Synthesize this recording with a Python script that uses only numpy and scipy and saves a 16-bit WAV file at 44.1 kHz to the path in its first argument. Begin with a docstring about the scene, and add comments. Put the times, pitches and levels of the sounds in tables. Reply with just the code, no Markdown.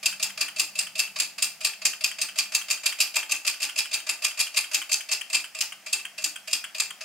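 """On a workbench in a small workshop, a little vertical steam engine turns three to six times a second, up close.
In every turn its linkage knocks lightly, then rattles and clacks hard: noisy bursts ring the modes of the metalwork.
A soft puff of steam and a wet spit from the exhaust follow, each a noise burst through its own resonances.
Filtered noise makes the burner's even hiss and the flue's hum, which comes and goes;
decaying noise tails make the workshop echo."""
import sys
import numpy as np
from scipy import signal
from scipy.fft import rfft, irfft
from scipy.io import wavfile
from scipy.ndimage import uniform_filter1d

SR = 44100
rng = np.random.default_rng(int(sys.argv[2]) if len(sys.argv) > 2 else 0)


def master_out(mix):
    """Clip the mix to full scale and print it as 16-bit PCM to the path in sys.argv[1]."""
    frames = np.transpose(np.atleast_2d(mix))
    ceiling = np.clip(frames, -1, 1)
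    pcm = np.round(ceiling * 32767).astype(np.int16)
    wavfile.write(sys.argv[1], SR, pcm)


N = 310596  # length [samples]
SIZE = 8192  # length of one short sound [samples]
HZ, AGE = np.fft.rfftfreq(SIZE, 1 / SR), np.arange(SIZE) / SR  # its frequencies [Hz] and times [s]


def from_db(db):
    """Decibels to gain."""
    return 10 ** (np.asarray(db) / 20)


def read(points, hz):
    """A table's value at hz, on a log-frequency axis."""
    f, value = np.transpose(points)
    return np.interp(np.log(hz + 1), np.log(f), value)


def evened(x):
    """Scales x to rms 1."""
    return x / np.sqrt(np.mean(x ** 2) + 1e-20)


def add(mix, s, sound):
    """Mixes a stereo sound in at time s."""
    part = mix[:, max(round(s * SR), 0):][:, :SIZE]
    part += sound[:, :part.shape[1]]


# likeness of the two channels: (frequency [Hz], likeness [0-1])
CHANNEL_LIKENESS = [(170, 1), (600, 0.91), (1500, 0.87), (2700, 0.82), (5000, 0.4), (9000, 0.51),
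                    (14000, 0.5)]


def noise(size):
    """White stereo noise whose channels are alike in the bass and part in the treble."""
    mid, side = rfft(rng.standard_normal((2, size)))
    same = np.clip(read(CHANNEL_LIKENESS, np.fft.rfftfreq(size, 1 / SR)), 0, 1)
    mid = mid * np.sqrt((1 + same) / 2)
    side = side * np.sqrt((1 - same) / 2)
    return irfft([mid + side, mid - side], size)


def resonances(modes, hz):
    """Gain at hz of a set of modes (Hz, width Hz, dB), whose powers add."""
    power = sum(from_db(db) ** 2 / (1 + (2 * (hz - f) / width) ** 2) for f, width, db in modes)
    return np.sqrt(power)


def causal(gain):
    """The minimum-phase response with this gain, which rings only after it is struck."""
    log_gain = np.log(np.maximum(gain, 1e-5))
    mirrored = np.r_[log_gain, log_gain[-2:0:-1]]
    return np.exp(np.conj(signal.hilbert(mirrored)))[:len(gain)]


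def burst(rise, fall, grit_db, linger, linger_s, rebound=0):
    """Spectrum of a gritty noise burst that swells, dies fast, lingers and may bounce; its timing varies."""
    rise, fall = np.array([rise, fall]) * np.exp(.15 * rng.standard_normal(2))
    main_fall = np.exp(-(np.maximum(AGE - rise, 0) / fall) ** 2)
    chatter = linger * np.exp(-AGE / linger_s)
    shape = np.minimum(AGE / rise, 1) * (main_fall + chatter)
    # four bounces at random moments, weaker the later they come
    for at in rng.uniform(.012, .06, size=4):
        shape += rebound * np.exp(-at / 0.019 - ((AGE - at) / 0.0022) ** 2)
    flutter = evened(uniform_filter1d(rng.standard_normal(SIZE), size=64))
    grit = from_db(grit_db * np.tanh(flutter))
    return rfft(noise(SIZE) * shape * grit)


def hit(spectrum):
    """A short sound from its spectrum, with the energy of 15 ms at rms 1."""
    return evened(irfft(spectrum)) * np.sqrt(.015 * SR / SIZE)


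# relative colour of the burner and steam leak's even hiss: (frequency [Hz], level [dB])
BURNER_COLOUR = [(25, -34), (60, -40), (110, -6), (170, -9.5), (240, 0), (450, -4.5), (700, 8),
                 (1000, -0.5), (2600, 7.5), (3800, -3), (5000, 4), (9000, -2.5), (15500, -8)]
# the flame's hollow notes in the flue: (frequency [Hz], width [Hz], relative level [dB])
FLUE_NOTES = [(154, 12, -3), (198.4, 6.1, 6)]
# the flame's hum as it comes and goes, before its level trim: (time [s], level [dB])
FLUE_SWELL = [(.3, -61.5), (1.3, -59.5), (1.8, -66), (2.4, -65), (3.2, -80), (4.8, -87.5), (5.7, -67),
              (7, -70)]


def burner(hiss_db=-53, flue_trim_db=-5.0):
    """Flame and leaking steam hiss evenly as coloured noise; the flue's resonant hum comes and goes."""
    hz = np.fft.rfftfreq(N, 1 / SR)
    hiss = evened(irfft(rfft(noise(N)) * from_db(read(BURNER_COLOUR, hz)), N))
    flue = resonances(FLUE_NOTES, hz) / (1 + (hz / 300) ** 4)
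    hum = evened(irfft(rfft(noise(N)) * flue, N))
    hum_db = flue_trim_db + np.interp(np.arange(N) / SR, *np.transpose(FLUE_SWELL))
    return from_db(hiss_db) * hiss + from_db(hum_db) * hum


# the knock comes a quarter turn before the clack, less the time that the play takes to close [s]
KNOCK_LEAD_TURNS, PLAY_S = .25, .0138
# relative levels and random spread of the knock's two rings [dB]
KNOCK_BRIGHT_DB, KNOCK_LOW_DB, KNOCK_VARY_DB = -31.5, -33.5, 1.55


def knocks():
    """The soft knock about a quarter turn ahead of each clack, of nearly even force: rows like the clacks'."""
    s = clacks()[:, 0] - KNOCK_LEAD_TURNS * turn_lengths() + PLAY_S
    force = KNOCK_VARY_DB * rng.standard_normal(len(s))
    return np.transpose([s, KNOCK_BRIGHT_DB + force, KNOCK_LOW_DB + force])


# sharp modes of the metalwork, before damping and trim: (frequency [Hz], width [Hz], relative level [dB])
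METAL_MODES = [(631, 20, -25.0), (892, 52, -23.7), (1172, 50, -18.6), (1745, 58, -21.5), (2113, 43, -16.6),
               (2301, 18, -16.5), (2428, 18, -2.6), (2495, 26, -6.2), (2660, 28, 0.9), (2801, 18, -11.3),
               (3036, 29, -19.3), (3282, 52, -12.5), (3795, 38, -12.1), (4535, 22, -4.3), (4672, 21, -4.0),
               (4844, 18, -9.5), (5012, 19, -6.3), (5266, 52, -17.1), (6207, 45, -9.6), (6375, 54, -15.1),
               (6842, 23, -11.4), (7065, 18, -19.6), (7229, 54, -11.5), (7525, 48, -4.7),
               (8224, 110, -12.4), (8599, 110, -10.4), (10244, 58, -14.0), (11135, 55, -13.4)]
# its many short-lived modes, taken together: (frequency [Hz], relative level [dB])
DENSE_MODES = [(40, -66), (150, -54), (400, -86), (900, -61), (2000, -25), (3500, -24), (5000, -10.5),
               (5800, -19), (7000, -13), (8700, -24.5), (9300, -26.5), (11500, -25), (13000, -31),
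               (15700, -33.5)]


def metalwork(modes_db=-1, damping_hz=22, ripple_db=-0.7):
    """Gain of the engine's body: sharp modes, damped by its joints, over an uneven bed of dense ones."""
    ripple = ripple_db * evened(uniform_filter1d(rng.standard_normal(len(HZ)), size=14))
    damped = [(hz, width + damping_hz, db + modes_db) for hz, width, db in METAL_MODES]
    bed = from_db(read(DENSE_MODES, HZ) + ripple)
    return np.hypot(resonances(damped, HZ), bed)


def blows(rows, gain, rise, fall, linger, linger_s, bright_db, low_db, grit_db, lead, rebound=0,
          split_hz=3400, vary_db=1.72):
    """Metal meets metal; each blow lands differently and drives low and bright modes at separate levels."""
    out = np.zeros((2, N))
    low_share = 1 / (1 + (HZ / split_hz) ** 12)
    for s, bright, low in rows:
        # the modes shift slightly at random, standing in for the position of the moving parts
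        body = np.interp(HZ * (1 + .005 * rng.standard_normal()), HZ, gain)
        landing = np.interp(HZ, np.linspace(0, SR / 2, 16), rng.standard_normal(16))
        contact = burst(rise, fall, grit_db, linger, linger_s, rebound) * from_db(vary_db * landing)
        bright_ring = hit(contact * causal(body * np.sqrt(1 - low_share)))
        low_ring = hit(contact * causal(body * np.sqrt(low_share)))
        add(out, s - lead, from_db(bright + bright_db) * bright_ring)
        add(out, s - lead, from_db(low + low_db) * low_ring)
    return out


# relative force spectrum of a light knock: (frequency [Hz], level [dB])
KNOCK_FORCE = [(30, -34), (200, -10), (600, 3.5), (850, 2), (1300, 12), (2500, 4.5), (5000, 5), (8000, 4),
               (13000, 4.5)]
# relative force spectrum of a hard clack: (frequency [Hz], level [dB])
CLACK_FORCE = [(30, -9), (100, -19), (300, -6.5), (630, -2), (1100, 3.5), (2500, 2), (5000, 2.5), (8000, 3),
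               (14000, 5)]


def linkage(knock_rows):
    """Softer knocks, and hard clacks with their touches and jolts, ring the same metalwork."""
    body = metalwork()
    rattle = np.vstack([clacks(), touches(knock_rows[:, 0]), jolts()])
    hard = blows(rattle, body * from_db(read(CLACK_FORCE, HZ)),
                 rise=0.005, fall=0.0079, linger=0.69, linger_s=0.016,
                 bright_db=-1.58, low_db=-2.3, grit_db=3.5, lead=.0015, rebound=1.27)
    light = blows(knock_rows, body * from_db(read(KNOCK_FORCE, HZ)),
                  rise=0.0046, fall=0.0086, linger=0.75, linger_s=0.056,
                  bright_db=-3.5, low_db=-2.0, grit_db=1.5, lead=0.001456, rebound=0.48)
    return hard + light


def hollow_note(knock_times, hz=634, level_db=-43, swell=0.0074, t60=0.16):
    """Each knock also wakes one low, hollow mode of the boiler: a decaying sine, slightly varied."""
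    out = np.zeros((2, N))
    for s, (a, b) in zip(knock_times, rng.uniform(-1, 1, (len(knock_times), 2))):
        detune, strength = 1 + .01 * a, 1 + .2 * b
        ring = np.sin(2 * np.pi * hz * detune * AGE) * (1 - np.exp(-(AGE / swell) ** 2))
        decay = from_db(level_db - 60 * AGE / t60)
        add(out, s, np.tile(strength * ring * decay, (2, 1)))
    return out


# workshop reverberation: (frequency [Hz], time to fall by 60 dB [s])
ROOM_DECAY = [(150, 0.31), (700, 0.42), (2600, 0.29), (5000, 0.31), (9000, 0.26), (15000, 0.4)]


def workshop(x, wet_db=-7, first_echo=0.0064):
    """Dense echoes from bench and shelves: three decaying noise tails take turns, so the echo keeps changing."""
    out, t = np.zeros((2, N)), np.arange(N) / SR
    for k in range(3):
        hz, age, z = signal.stft(noise(size=16384), SR, nperseg=256)
        decay = from_db(-60 * age / read(ROOM_DECAY, hz)[:, None])
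        tail = signal.istft(z * decay, SR, nperseg=256)[1]
        # silent until the first echo, then fading in over as long again
        tail *= np.clip(np.arange(tail.shape[1]) / SR / first_echo - 1, 0, 1)
        turn = np.sqrt(2 / 3) * np.cos(2 * np.pi * (.7 * t + k / 3))
        out += signal.fftconvolve(x * turn, tail / np.linalg.norm(tail[0]), axes=1)[:, :N]
    return from_db(wet_db) * out


# the loose linkage touches at this share of the way from knock to clack; its low ring is weaker [dB]
TOUCH_SHARE, TOUCH_LOW_DB = 0.66, -4.5


def touches(knock_times):
    """The touch between each knock and its clack, mostly light, sometimes hard: rows like the clacks'."""
    clack, _, _, force, _ = np.transpose(TURNS)
    s = knock_times + TOUCH_SHARE * (clack - knock_times)
    return np.transpose([s, force, force + TOUCH_LOW_DB])


# turns of the flywheel, timed by their clack; levels are relative, before each sound's trim:
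# (time [s], bright ring [dB], low ring [dB], touch before the clack [dB], spit of water [dB])
TURNS = [(0.057, -17, -22.5, -47, -38.5), (0.226, -19.7, -28, -41, -41), (0.407, -20.5, -24, -45, -35.5),
         (0.595, -17.5, -24, -31, -50), (0.788, -19.5, -25.5, -35.5, -38),
         (0.991, -18.5, -22, -33.5, -43.5), (1.199, -18.5, -25, -31, -60), (1.423, -17, -26, -62, -62),
         (1.646, -18, -23.5, -38, -42.5), (1.852, -15.5, -22.5, -52, -36), (2.039, -18, -22.5, -52, -36),
         (2.214, -20, -28.5, -39, -37.5), (2.385, -18, -23.5, -32, -43), (2.547, -17, -24.5, -34, -36),
         (2.708, -19.5, -25, -26.5, -42), (2.858, -18, -22, -50, -34.5), (3.01, -19, -26, -18, -41),
         (3.164, -22, -21, -23.5, -35.5), (3.318, -20.5, -21.5, -28, -52), (3.473, -19, -23, -28, -41),
         (3.626, -22.5, -27.5, -29, -34), (3.784, -19.5, -24, -28.5, -37.5), (3.937, -21.5, -27, -29, -41),
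         (4.091, -21.5, -25.5, -42, -54), (4.245, -19, -22.5, -26.5, -39.5), (4.4, -18, -24.5, -25, -35.5),
         (4.57, -17.5, -21.5, -26.5, -36.5), (4.743, -18, -24, -30.5, -33),
         (4.927, -17, -28.5, -22.5, -36.5), (5.126, -23.5, -27, -21, -32.5), (5.345, -18, -20, -24.5, -37),
         (5.607, -20, -27.5, -33.5, -37), (5.927, -19, -24.5, -55, -34), (6.24, -19.5, -29.5, -38, -36),
         (6.53, -18.5, -25.5, -35, -33), (6.799, -19, -25.5, -33, -36.5), (7.06, -19, -27, -32, -41)]


def clacks():
    """The hard clack of every turn: rows (time s, bright ring dB, low ring dB)."""
    return np.array(TURNS)[:, :3]


def turn_lengths():
    """Seconds that each turn of the flywheel takes, from the spacing of the clacks."""
    return np.gradient(np.transpose(TURNS)[0])


# relative colour of the steam puff: (frequency [Hz], level [dB])
PUFF_COLOUR = [(30, -24), (80, -10), (160, -23), (520, -31), (900, -5.5), (1400, 11), (2500, 12),
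               (7000, -1.5), (15000, 0)]
# hollow resonances that the steam puff wakes: (frequency [Hz], width [Hz], relative level [dB])
CHIMNEY_MODES = [(150, 19, -2), (299, 23, 9), (400, 14, 8.5), (850, 97, 12.5), (1197, 47, 12)]


def puffs(level_db=-37, delay=0.0092):
    """A soft noise burst of spent steam follows each clack and resounds in the chimney."""
    out = np.zeros((2, N))
    colour = causal(np.hypot(from_db(read(PUFF_COLOUR, HZ)), resonances(CHIMNEY_MODES, HZ)))
    for s in clacks()[:, 0]:
        steam = burst(rise=0.0071, fall=0.032, grit_db=2.0, linger=.15, linger_s=0.029)
        add(out, s + delay, from_db(level_db) * hit(steam * colour))
    return out


# the linkage settles this share of a turn after the clack; ring levels against the clack's, and spread [dB]
JOLT_LAG_TURNS, JOLT_BRIGHT_DB, JOLT_LOW_DB, JOLT_VARY_DB = .21, -27.5, -16, 3


def jolts():
    """The faint, uneven jolt after each clack: rows like the clacks'."""
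    s, bright, low = clacks().T
    chance = JOLT_VARY_DB * rng.standard_normal(len(s))
    s = s + JOLT_LAG_TURNS * turn_lengths()
    return np.transpose([s, bright + JOLT_BRIGHT_DB + chance, low + JOLT_LOW_DB + chance])


# the spit trails the clack by a share of the turn plus the way through the pipe [s]
SPIT_LAG_TURNS, PIPE_S = .37, 0.0052
# relative colour of the spit's gurgle: (frequency [Hz], level [dB])
GURGLE_COLOUR = [(100, -43), (400, -31), (750, -21), (1100, -1.5), (1500, -3), (2100, 1.5), (2800, 12.5),
                 (3800, -20), (6000, -7.5), (8800, 2.5), (11000, -10), (15000, -14.5)]


def spits(chirp_hz=3100, chirp_width_hz=300, gurgle_db=-0.5, chirp_db=-3.8, vary_db=0.5):
    """Condensed water bursts from the exhaust: two short resonances that differ from spit to spit."""
    out = np.zeros((2, N))
    chances = rng.standard_normal((len(TURNS), 3))
    for (clack, *_, water_db), length, (a, b, c) in zip(TURNS, turn_lengths(), chances):
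        s = clack + SPIT_LAG_TURNS * length + PIPE_S
        splash = burst(rise=0.004, fall=0.0099, grit_db=6, linger=0.077, linger_s=.01)
        cavity = 1 + 1.26 / (1 + ((HZ - 1480 * np.exp(0.053 * a)) / 220) ** 2)
        pipe = 1 / (1 + (2 * (HZ - chirp_hz * np.exp(0.012 * b)) / chirp_width_hz) ** 2)
        gurgle = hit(splash * causal(cavity * from_db(read(GURGLE_COLOUR, HZ))))
        chirp = hit(splash * causal(pipe))
        # when the gurgle gains, the chirp loses
        add(out, s, from_db(water_db + gurgle_db + vary_db * c) * gurgle)
        add(out, s, from_db(water_db + chirp_db - vary_db * c) * chirp)
    return out


# how much louder the left channel is than the right: (frequency [Hz], level [dB])
LEFT_TILT = [(200, 0), (700, -1), (1170, 1), (2700, 0.5), (6400, .5), (9800, 1), (14000, -1)]


def scene():
    """The engine in its room, with the burner, balanced between left and right."""
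    knock_rows = knocks()
    engine = linkage(knock_rows) + hollow_note(knock_rows[:, 0]) + spits() + puffs()
    mix = engine + workshop(engine) + burner()
    left_db = read(LEFT_TILT, np.fft.rfftfreq(N, 1 / SR))
    return irfft(rfft(mix) * from_db([left_db / 2, -left_db / 2]), N)


def record(dry, edge_hz=15800):
    """A high-pass sheds the deepest bass and a steep low-pass closes the top of the band."""
    thinned = signal.sosfilt(signal.butter(2, 45, "highpass", fs=SR, output="sos"), dry)
    lowpass = signal.firwin(401, edge_hz, window=("kaiser", 8), fs=SR)
    return signal.oaconvolve(thinned, lowpass[None], "same")


dry = scene()
out = record(dry)
master_out(out)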